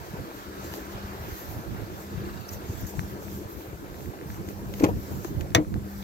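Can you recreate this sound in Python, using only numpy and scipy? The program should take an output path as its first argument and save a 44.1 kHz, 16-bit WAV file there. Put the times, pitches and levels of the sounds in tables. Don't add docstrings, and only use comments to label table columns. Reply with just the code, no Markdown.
import sys
import numpy as np
from scipy import signal
from scipy.fft import rfft, irfft, next_fast_len
from scipy.io import wavfile
from scipy.ndimage import uniform_filter1d, map_coordinates

SR = 44100
rng = np.random.default_rng(int(sys.argv[2]) if len(sys.argv) > 2 else 0)


def volts_from_db(level):
    exponent = np.asarray(level, float) / 20
    return 10 ** exponent


def wav_record(signal):
    frames = np.transpose(np.atleast_2d(signal))
    bounded = np.clip(frames, -1, 1)
    quanta = np.round(bounded * 32767).astype(np.int16)
    wavfile.write(sys.argv[1], SR, quanta)


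N = 266187

PORT_LAG = 0.000508
# (time [s], level [dB])
NEAR_LANE = [(0.0, -52), (.5, -52.5), (0.8, -50), (1.3, -50.5), (1.7, -55), (2.2, -53), (3.1, -56),
             (4.0, -57.5), (4.7, -57), (4.95, -58.5), (5.09, -54), (5.3, -57.5), (5.6, -63), (6.04, -56)]


def unit(x):
    return x / np.sqrt(np.mean(x ** 2) + 1e-20)


def along(points, hz):
    f, v = np.transpose(points)
    return np.interp(np.log(hz + 1), np.log(f + 1), v)


def curves(rows):
    s, *cols = np.transpose(np.vstack(rows))
    return np.array([np.interp(np.arange(N) / SR, s, c) for c in cols])


def wobble(rate):
    coarse = np.arange(0, N + 16, 16)
    knots = map_coordinates(rng.standard_normal(int(N * rate / SR) + 4), [coarse * rate / SR])
    return np.interp(np.arange(N), coarse, knots)


def filtered(x, response):
    m = next_fast_len(x.shape[-1] + 2048, real=True)
    spectrum = rfft(x, m) * response(np.fft.rfftfreq(m, 1 / SR))
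    return irfft(spectrum, m)[..., :x.shape[-1]]


def later(pair, lag):
    return filtered(pair, lambda hz: np.exp(-2j * np.pi * hz * np.array([[0], [lag]])))


def panned(db):
    return db * np.array([[.5], [-.5]])


def shaded(pair):
    # (frequency [Hz], left over right [dB])
    shade = [(100, 1.5), (700, 4.5), (2400, 1.5), (4400, 0.5), (7500, -4.5), (12000, -1)]
    return filtered(pair, lambda hz: volts_from_db(panned(along(shade, hz))))


def rush(spectrum, patchy_db, lag):
    # (frequency [Hz], left-right likeness [0 to 1])
    alike = [(100, 0.86), (600, 0.64), (1400, 0.62), (2600, 0.37), (5000, 0.27), (13000, 0.16)]
    z = signal.stft(rng.standard_normal((2, N + 512)), nperseg=512)[2]
    field = uniform_filter1d(rng.standard_normal(z.shape[1:]), size=6, axis=0)
    field = uniform_filter1d(field, size=10, axis=1)
    patchy = signal.istft(z * volts_from_db(patchy_db * unit(field)), nperseg=512)[1][:, :N]
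    m = next_fast_len(N, real=True)
    a, b = rfft(patchy, m)
    hz = np.fft.rfftfreq(m, 1 / SR)
    turn = np.arccos(np.clip(along(alike, hz), -1, 1)) / 2
    mid, side = a * np.cos(turn), b * np.sin(turn)
    delay = np.exp(-2j * np.pi * hz * lag)
    pair = volts_from_db(along(spectrum, hz)) * [mid + side, (mid - side) * delay]
    return unit(irfft(pair, m)[:, :N])


def add(track, s, sound):
    part = track[..., round(s * SR):][..., :sound.shape[-1]]
    part += sound[..., :part.shape[-1]]


def distances(s, half):
    t = np.arange(0, N + 64, 64) / SR
    return t, np.abs(t - s[:, None]) / np.abs(half[:, None])


def traffic():
    # (time [s], roar [dB])
    road = [(0.0, -44), (0.42, -47), (0.79, -43), (1.35, -44), (1.49, -41), (1.62, -45), (1.75, -43),
            (2.1, -47), (3.0, -44), (3.75, -47), (4, -44.5), (4.16, -48.5), (4.44, -45), (5.09, -48),
            (5.3, -46.5), (6.04, -48)]
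    # (frequency [Hz], level [dB per Hz])
    roar_color = [(200, -53), (260, -1), (330, 4), (430, -4.5), (600, -11.5), (800, -15.5), (1000, -17.5),
                  (1300, -32)]
    tyre_color = [(700, -11), (950, -2.5), (1300, 0.5), (1700, -2.5), (1950, -7), (2800, -11.5),
                  (4200, -11.5), (16000, -24)]
    self_noise_color = [(2000, -20), (4000, -4.5), (7000, 3), (10000, 5), (16000, -11)]
    roar_db, = curves(road)
    hiss_db, = curves(NEAR_LANE)
    roar = volts_from_db(roar_db + 3 + 1.3 * wobble(9)) * rush(roar_color, patchy_db=3.5, lag=0.000241)
    self_noise = volts_from_db(-56.0) * rush(self_noise_color, patchy_db=1.5, lag=PORT_LAG)
    tyres = volts_from_db(hiss_db + 6 + 0.67 * wobble(7)) * rush(tyre_color, patchy_db=1.8, lag=0.000441)
    return roar + self_noise + tyres


def rubbing():
    # (time [s], half length [s], swish [dB], fine hiss over swish [dB])
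    rubs = [(.07, .15, -63, -2), (0.398, .07, -57.5, -13), (0.657, 0.081, -55, -2), (0.75, .09, -53.5, -8),
            (0.922, 0.03, -56.5, -6), (1.38, 0.18, -57, 9.5), (1.522, .08, -57.5, 11),
            (2.008, 0.11, -57.5, 1), (2.28, 0.092, -64, -7), (2.4, .12, -64, -1), (2.493, 0.017, -49.5, -5),
            (2.532, 0.034, -48.5, 1.5), (2.778, 0.14, -52.5, -5), (2.893, .04, -50.5, 0),
            (3.015, 0.14, -55.5, -3), (3.107, .06, -61, 10), (3.236, 0.037, -57, 5), (3.345, .11, -54, 3),
            (3.52, .05, -60, 10.5), (3.61, .1, -61, 9), (4.03, .12, -61, 3), (4.333, .1, -59, 4),
            (4.493, 0.045, -57.5, 5), (4.79, 0.12, -53.5, 2), (4.89, .04, -59, 7), (5.022, .09, -58.5, 6),
            (5.138, 0.15, -54.5, 1.5), (5.252, 0.058, -52.5, 0), (5.413, 0.023, -57, -1.2),
            (5.923, 0.055, -62.5, 11)]
    last_rub = (6, 0.06, -54.5, -2)
    fade_db, flatness, rest_db = 12.5, 1.36, -76
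    s, half, db, fine_db = np.transpose(rubs + [last_rub])
    t, far = distances(s, half)
    gains = []
    for top_db in (db, db + fine_db):
        each = volts_from_db(top_db[:, None] - fade_db * far ** flatness)
        gains.append(np.interp(np.arange(N) / SR, t, volts_from_db(rest_db) + each.max(axis=0)))
    return gains


def clothes():
    # (frequency [Hz], level [dB per Hz])
    swish_color = [(2500, -10), (4200, -7), (5500, -2), (6800, 0), (8500, -4.5), (11000, -7)]
    fine_color = [(7000, -14), (10000, -2.5), (13000, 1), (16000, -4.5)]
    # (time [s], length [s], from [Hz], to [Hz], level [dB])
    squeaks = [
        (2.8, .025, 15500, 14200, -42),
        (2.405, .012, 15200, 14000, -50),
    ]
    swish, fine = rubbing()
    rub = wobble(30)
    out = swish * volts_from_db(7.5 + 1.0 * rub) * rush(swish_color, patchy_db=3.0, lag=PORT_LAG)
    out = out + fine * volts_from_db(0.5 + 0.98 * rub) * rush(fine_color, patchy_db=3.5, lag=PORT_LAG)
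    for s, length, from_hz, to_hz, db in squeaks:
        hz = np.linspace(from_hz, to_hz, round(length * SR))
        add(out, s, volts_from_db(db) * np.hanning(len(hz)) * np.sin(2 * np.pi * np.cumsum(hz) / SR))
    return out


def ducking(rows):
    s, half, depth_db = np.transpose(rows)
    t, far = distances(s, half)
    cut_db = (depth_db[:, None] * np.clip(1 - far, 0, 1)).max(axis=0)
    return np.interp(np.arange(N) / SR, t, cut_db)


def bass_level():
    # (time [s], strength [dB])
    wind_strength = [(0.0, -41), (0.2, -38), (0.5, -44), (1.06, -40.5), (1.55, -35.5), (1.81, -29.5),
                     (2.06, -41), (2.28, -34), (2.6, -35.5), (2.84, -31.5), (3.16, -37.5), (4.1, -38.5),
                     (4.63, -35), (5.18, -30.5), (5.38, -26), (5.52, -34), (5.76, -26.5), (5.88, -38)]
    # (time [s], half length [s], depth [dB])
    left_ducks = [(.05, 0.088, 27), (.3, .08, 20), (.42, 0.063, 22), (1.282, .04, 9), (1.382, .05, 13),
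                  (1.46, .05, 12), (1.55, .04, 8), (1.9, .04, 8), (1.61, 0.045, 9), (1.68, 0.052, 30),
                  (1.81, 0.11, 21), (1.98, 0.081, 15), (2.43, 0.12, 30), (2.49, 0.053, 22),
                  (2.66, 0.092, 19), (2.77, .07, 28), (2.89, 0.044, 8), (3.09, 0.037, 6), (3.51, .05, 6),
                  (3.635, .05, 6), (4.774, 0.036, 4), (5.911, .04, 10), (3.88, 0.057, 37),
                  (4.02, 0.067, 14), (4.15, 0.11, 30), (4.54, 0.087, 17), (5.06, 0.082, 19),
                  (5.25, .07, 34), (5.4, 0.16, 9), (5.65, .03, 19), (5.79, 0.085, 9)]
    right_ducks = [(.341, .05, 8), (.452, 0.037, 5.5), (.863, .05, 10), (1.382, .04, 6), (3.11, .06, 8.2),
                   (3.581, .04, 10), (4.584, .04, 6), (5.262, 0.045, 7.3), (2.97, .04, 7), (1.88, .04, 8),
                   (5.69, 0.034, 6), (5.874, .04, 7), (1.64, 0.04, 10), (2.46, 0.036, 12), (2.9, 0.06, 20),
                   (3.51, 0.042, 17), (3.65, 0.064, 13), (3.88, 0.042, 5.9), (5.06, 0.084, 7),
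                   (5.65, 0.033, 12), (6.03, 0.075, 7.8)]
    return curves(wind_strength) - [ducking(left_ducks), ducking(right_ducks)]


def wind(level_db):
    # (frequency [Hz], level [dB per Hz])
    gust = [(20, -46), (45, -5), (80, 0), (130, -2.5), (200, -7), (245, -11), (280, -63)]
    spill_color = [(220, -40), (270, 0.5), (360, -3), (500, -23), (1000, -50)]
    windy = np.clip((level_db.max(axis=0) + 42) / 12, 0, 1)
    own = unit(filtered(rng.standard_normal((2, N)), lambda hz: volts_from_db(along(gust, hz))))
    mix = np.sqrt(1 - windy) * rush(gust, patchy_db=1.5, lag=0.00027) + np.sqrt(windy) * own
    lumps = volts_from_db(3.3 * np.array([wobble(22.03), wobble(22)]))
    spill = unit(filtered(rng.standard_normal((2, N)), lambda hz: volts_from_db(along(spill_color, hz))))
    return volts_from_db(level_db + 0.1) * unit(lumps * mix) + volts_from_db(level_db - 12.5) * windy ** 2 * lumps * spill


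def hum(level_db):
    # (time [s], level [dB])
    swells = [(0.0, -61), (0.57, -49), (1.09, -41.5), (1.25, -55), (1.78, -51), (2.21, -40.5), (2.43, -51),
              (2.75, -47.5), (2.98, -42), (3.19, -47.5), (3.37, -40), (3.49, -51.5), (4.14, -53),
              (4.43, -44.5), (4.71, -41.5), (5.15, -43.5), (5.25, -53), (5.8, -41.5)]
    # (multiple of the main tone, level [dB])
    hum_parts = [(1, 2), (2, -13.5), (2.5, -24), (.4, -4)]
    turn = 2 * np.pi * 199.1 * np.arange(N) / SR
    parts = [volts_from_db(db + 1.46 * wobble(4.99)) * np.sin(k * turn + 0.59 * wobble(6)) for k, db in hum_parts]
    return volts_from_db(curves(swells) + 1.5 + np.minimum(level_db + 44.5, 0)) * sum(parts)


def whine():
    # (frequency [Hz], level [dB])
    whine_lines = [(1205, -60), (1258, -60), (1340, -65), (1998, -64.5)]
    lane_db, = curves(NEAR_LANE)
    t = np.arange(N) / SR
    lines = 0
    for hz, db in whine_lines:
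        lines = lines + volts_from_db(db + 3.6 * wobble(4)) * np.sin(2 * np.pi * hz * t + 1.6 * wobble(12))
    return later(volts_from_db(1.5 * (lane_db - lane_db.max())) * np.array([lines, lines]), 0.0004)


def puffs():
    # (time [s], peak [dB], frequency [Hz], left over right [dB])
    pushes = [(.137, -33, 300, -2.5), (.142, -25, 150, -3), (.239, -37, 134, -7), (.576, -40, 64, -3),
              (.654, -36, 80, 1.5), (.81, -37, 69, 1.5), (.953, -33, 69, 1.5), (1.05, -33, 70, 1.5),
              (1.113, -38, 118, -1.5), (1.2, -34, 75, -1.5), (1.33, -33, 65, -1.5), (1.495, -34, 80, -4),
              (1.594, -30, 220, -3), (1.666, -35, 430, -1.5), (1.734, -28, 150, -5), (1.747, -32, 320, -3),
              (1.79, -35, 118, -9), (1.828, -35, 69, -12), (2.275, -31, 96, 1.5), (2.645, -34, 100, -8),
              (2.687, -31, 200, -2.5), (2.704, -29, 240, -2.5), (2.792, -32, 86, -11),
              (2.838, -31, 64, 2.5), (3.294, -35, 75, 1.5), (3.363, -34, 86, -1.5), (3.46, -29, 102, -7),
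              (3.753, -31, 107, 1.5), (3.822, -35, 91, -1), (3.921, -35, 75, -5), (4.039, -41, 91, -12),
              (4.089, -37, 64, -5), (4.409, -36, 102, 1.5), (4.478, -33, 86, 1.5), (4.97, -29, 91, 1.5),
              (5.145, -31, 150, -1.5), (5.173, -29, 190, -1.5), (5.188, -33, 130, -1.5),
              (5.315, -25, 140, -2.5), (5.328, -30, 260, -1.5), (5.352, -27, 110, -1.5),
              (5.369, -23, 120, -2.5), (5.387, -25, 113, -2.5), (5.45, -27, 120, -2.5),
              (5.472, -30, 110, -1.5), (5.7644, -24, 230, -3), (5.827, -31, 86, 1.5), (5.982, -32, 80, 1.5)]
    half_cycles = .55
    out, t = np.zeros((2, N)), np.arange(-SR // 25, SR // 25) / SR
    for s, db, hz, pan_db in pushes:
        push = -np.cos(2 * np.pi * hz * t) * np.exp(-(t * hz / half_cycles) ** 2)
        add(out, s + t[0], volts_from_db(db + panned(pan_db)) * push)
    return later(out, .00025)


def contacts():
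    # (time [s], peak [dB], frequency [Hz], width [Hz], t60 [s])
    pebbles = [
        (.7389, -23, 1400, 3800, .0008),
        (.7398, -33, 500, 900, .002),
    ]
    # (time [s], peak [dB])
    finger_taps = [(2.8497, -38), (3.283, -35), (3.943, -39), (4.0062, -39), (4.0586, -38), (4.1894, -39),
                   (4.2126, -36.5), (4.3026, -35), (4.345, -37.5), (5.7414, -30)]
    # (time [s], peak [dB], frequency [Hz], t60 [s], edge over dull part [dB])
    clicks = [(4.4875, -35, 1500, .015, -3), (4.7383, -34, 2400, .02, -2.5),
              (4.7986, -30.5, 2300, 0.03, -2.2), (4.8413, -19.5, 2000, .025, -5),
              (4.848, -27, 2500, .045, 2.5), (5.4088, -31.5, 1800, 0.028, -4)]
    # (time [s], peak [dB], frequency [Hz], width [Hz], t60 [s])
    snaps = [(2.9935, -21.5, 1200, 1700, 0.00087), (5.2462, -30, 940, 1400, 0.034),
             (5.2473, -30, 6500, 3200, .008), (4.8231, -35, 2400, 1200, .015),
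             (2.535, -35, 6500, 3000, .02), (4.866, -37, 2100, 1500, .04),
             (2.4897, -31.5, 5650, 450, 0.022), (2.868, -34.5, 6600, 1800, 0.071),
             (2.868, -35, 13500, 6000, .065), (4.837, -23, 6360, 3200, 0.043),
             (4.842, -29, 13500, 6000, .02), (5.5049, -36, 2700, 4500, .002),
             (5.52, -42, 1400, 1500, 0.078), (5.6473, -43, 1300, 500, .02), (6.026, -35, 3200, 2500, 0.012)]
    # (time [s], peak [dB], frequency [Hz], width [Hz], t60 [s])
    rebounds = [
        (5.5486, -7.5, 2600, 5000, 0.0018),
        (5.5552, -16, 2200, 2500, .004),
    ]
    taps = [(s, db - 1.2, 1500, 1300, .0025, .47) for s, db in finger_taps]
    dull = [(s, db, hz, 2300, t60, .43) for s, db, hz, t60, _ in clicks]
    edges = [(s + 0.000807, db + over_db, 6900, 4000, .016, .44) for s, db, _, _, over_db in clicks]
    small = [(*row, .48) for row in snaps + rebounds]
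    return taps + dull + edges + small + [(*row, .13) for row in pebbles]


def ticks():
    out, t = np.zeros((2, N)), np.arange(SR // 10) / SR
    rows = contacts()
    grits = rng.standard_normal((len(rows), 3, len(t)))
    for (s, db, hz, width_hz, t60, lag_ms), grit in zip(rows, grits):
        ring = lambda f: (1j * f * width_hz / (hz * hz - f * f + 1j * f * width_hz)) ** 2
        push = grit[0] + .5 * grit[1:] + 7 * (t == 0)
        click = later(filtered(push * volts_from_db(-60 * t / t60), ring), lag_ms / 1000)
        add(out, s, volts_from_db(db + 4.5) * click / np.abs(click).max())
    return shaded(out)


def insect():
    # (frequency [Hz], width [Hz], level [dB])
    trill_bands = [(2720, 130, 1), (3880, 250, -2.5), (4520, 250, -1)]
    middle_s, half_s, pulses_per_s = 2.38, .33, 25.2
    t = np.arange(round(2 * half_s * SR)) / SR
    pulses = np.hanning(len(t)) ** .5 * np.sin(np.pi * pulses_per_s * t + .9) ** 4
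    bands = lambda f: sum(volts_from_db(db) * np.exp(-((f - hz) / width) ** 2) for hz, width, db in trill_bands)
    shared, left, right = unit(filtered(rng.standard_normal((3, len(t))), bands))
    out = np.zeros((2, N))
    add(out, middle_s - half_s, volts_from_db(-53.5) * pulses * (shared + .8 * np.array([left, right])))
    return out


def thumps():
    # (time [s], peak [dB], frequency [Hz], t60 [s])
    shove = [(2.6913, -20, 99, 0.037)]
    latch = [(4.8035, -20.5, 300, 0.048), (4.82, -22, 250, 0.053), (4.826, -20, 326, 0.026),
             (4.835, -21, 190, .07), (4.835, -22, 109, .08), (4.839, -21.5, 520, 0.035),
             (4.838, -28.5, 862, .05), (4.852, -20.5, 402, .044), (4.862, -20.5, 323, 0.047),
             (4.884, -24.5, 466, 0.051), (4.887, -25.5, 185, .044), (4.886, -35, 940, 0.062),
             (4.903, -34, 512, 0.046), (4.905, -28, 301, 0.085), (4.838, -29, 1057, 0.049),
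             (4.838, -35, 1400, 0.044), (4.853, -31, 638, 0.043), (4.853, -34, 810, 0.033),
             (4.872, -32, 600, 0.044), (4.886, -34, 780, 0.038), (4.905, -29, 90, 0.084),
             (4.806, -31, 498, .04)]
    heave = [(4.8322, -7, 297, 0.032)]
    knocks = [(5.2475, -26.5, 340, 0.033)]
    jolt = [(5.5538, -12, 110, 0.056), (5.55, -22, 331, 0.11), (5.553, -24.5, 170, .17),
            (5.573, -31, 640, 0.07), (5.569, -18, 306, .16), (5.5984, -27, 306, .085),
            (5.6, -29, 110, 0.062)]
    bumps = [(5.672, -28, 90, 0.078), (5.753, -28.5, 294, .05), (5.772, -25, 88, 0.064)]
    # (blows, rise over t60, left over right dB)
    groups = [(latch, 0.079, 2), (jolt, 0.065, .6), (bumps, 0.11, -3.5),
              (heave, 0.71, 2.5), (shove, .57, -2.2), (knocks, 0.075, 3.7)]
    out, t = np.zeros((2, N)), np.arange(SR // 6) / SR
    for blows, share, pan_db in groups:
        for s, db, hz, t60 in blows:
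            swell = (1 - np.exp(-t / (share * t60))) ** 2 * volts_from_db(-60 * t / t60)
            mode = lambda f: (f * hz / (hz * hz - f * f + 1.2j * f * hz)) ** 2
            rub = unit(filtered(rng.standard_normal(len(t)), mode))
            tone = np.sin(2 * np.pi * hz * t) + 0.28 * rub
            add(out, s, volts_from_db(db + panned(pan_db)) * swell / swell.max() * tone)
    return later(out, 0.00029)


def seal():
    # (time [s], level [dB])
    peeling = [(4.77, -51), (4.8, -41), (4.83, -38), (4.843, -34), (4.86, -34), (4.88, -37.5), (4.895, -39),
               (4.915, -47), (4.95, -57)]
    # (frequency [Hz], level [dB per Hz])
    peel_color = [(150, -20), (300, 2), (550, -2.5), (900, -7), (1400, -14), (2400, -15.5), (3500, -33),
                  (8000, -36)]
    rough = volts_from_db(4.5 * wobble(150)) * rng.standard_normal(N)
    peel = volts_from_db(curves(peeling)) * unit(filtered(rough, lambda hz: volts_from_db(along(peel_color, hz))))
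    return later(peel * volts_from_db([[1.6], [-1.6]]), 0.00031)


def stay():
    # (frequency [Hz], level [dB], t60 [s])
    steel = [(495.5, -5, 0.18), (672, -4, 0.12), (800, -9, .08), (1000, -8, 0.097), (1337, -7.5, 0.07),
             (1630, -13, .07), (1875, -2, 0.065), (2000, -7.5, 0.092), (2187, -9.5, 0.105),
             (2310, -13, .07), (3500, -2, 0.045), (4300, -15, 0.045), (5800, -6, .035), (7200, -11, .045)]
    # (frequency [Hz], level [dB])
    crack_color = [(300, -5), (1000, -0.5), (1700, -3.5), (2900, -3.5), (4900, -8), (6100, -1), (8000, -11),
                   (15500, -19.5)]
    # (frequency [Hz], t60 [s])
    crack_t60 = [(400, .15), (2000, 0.095), (6000, 0.062), (13000, 0.046)]
    t = np.arange(SR // 3) / SR
    shake = lambda: wobble(160)[:len(t)]
    ring = 0
    for hz, db, t60 in steel:
        swell = 1 - np.exp(-t * hz / 1.6)
        level = volts_from_db(db - 60 * t / t60 + 2.5 * shake())
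        phase = rng.uniform(0, 2 * np.pi) + .45 * shake()
        ring = ring + level * swell * np.sin(2 * np.pi * hz * t + phase)
    shared, left, right = rng.standard_normal((3, len(t)))
    hz, u, z = signal.stft([shared + 0.76 * left, shared + 0.68 * right], SR, nperseg=128)
    fade_db = along(crack_color, hz)[:, None] - 60 * u / along(crack_t60, hz)[:, None]
    crack = signal.istft(z * volts_from_db(fade_db), SR, nperseg=128)[1][:, :len(t)]
    snap = 1 + 2.13 * volts_from_db(-60 * t / 0.014)
    clack = volts_from_db(-6) * (1 - np.exp(-t / 0.00033)) * (volts_from_db(-8) * ring + volts_from_db(-2.5) * snap * crack)
    out = np.zeros((2, N))
    add(out, 5.5482, later(shaded(clack), PORT_LAG))
    return out


def scene():
    level_db = bass_level()
    background = traffic() + wind(level_db) + hum(level_db) + whine() + insect()
    walker = clothes() + puffs() + ticks()
    door = thumps() + seal() + stay()
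    return background + walker + door


def low_pass(x):
    return signal.sosfilt(signal.butter(12, 16640, fs=SR, output="sos"), x)


def record(dry):
    # (frequency [Hz], level [dB])
    left_port = [(300, -1), (600, 2.5), (1500, 0), (7000, -3), (10000, -8), (13500, 5.5), (15700, -1)]
    right_port = [(300, -2), (600, 1), (1500, 0), (7000, -2), (9500, -16), (13500, 5.5), (15700, -3.5)]
    x = filtered(dry, lambda hz: volts_from_db([along(left_port, hz), along(right_port, hz)]))
    x = x / (1 + np.abs(x / .95) ** 6) ** (1 / 6)
    mix = filtered(x, lambda hz: hz < 15850)
    return low_pass(mix)


dry = scene()
out = record(dry)
wav_record(out)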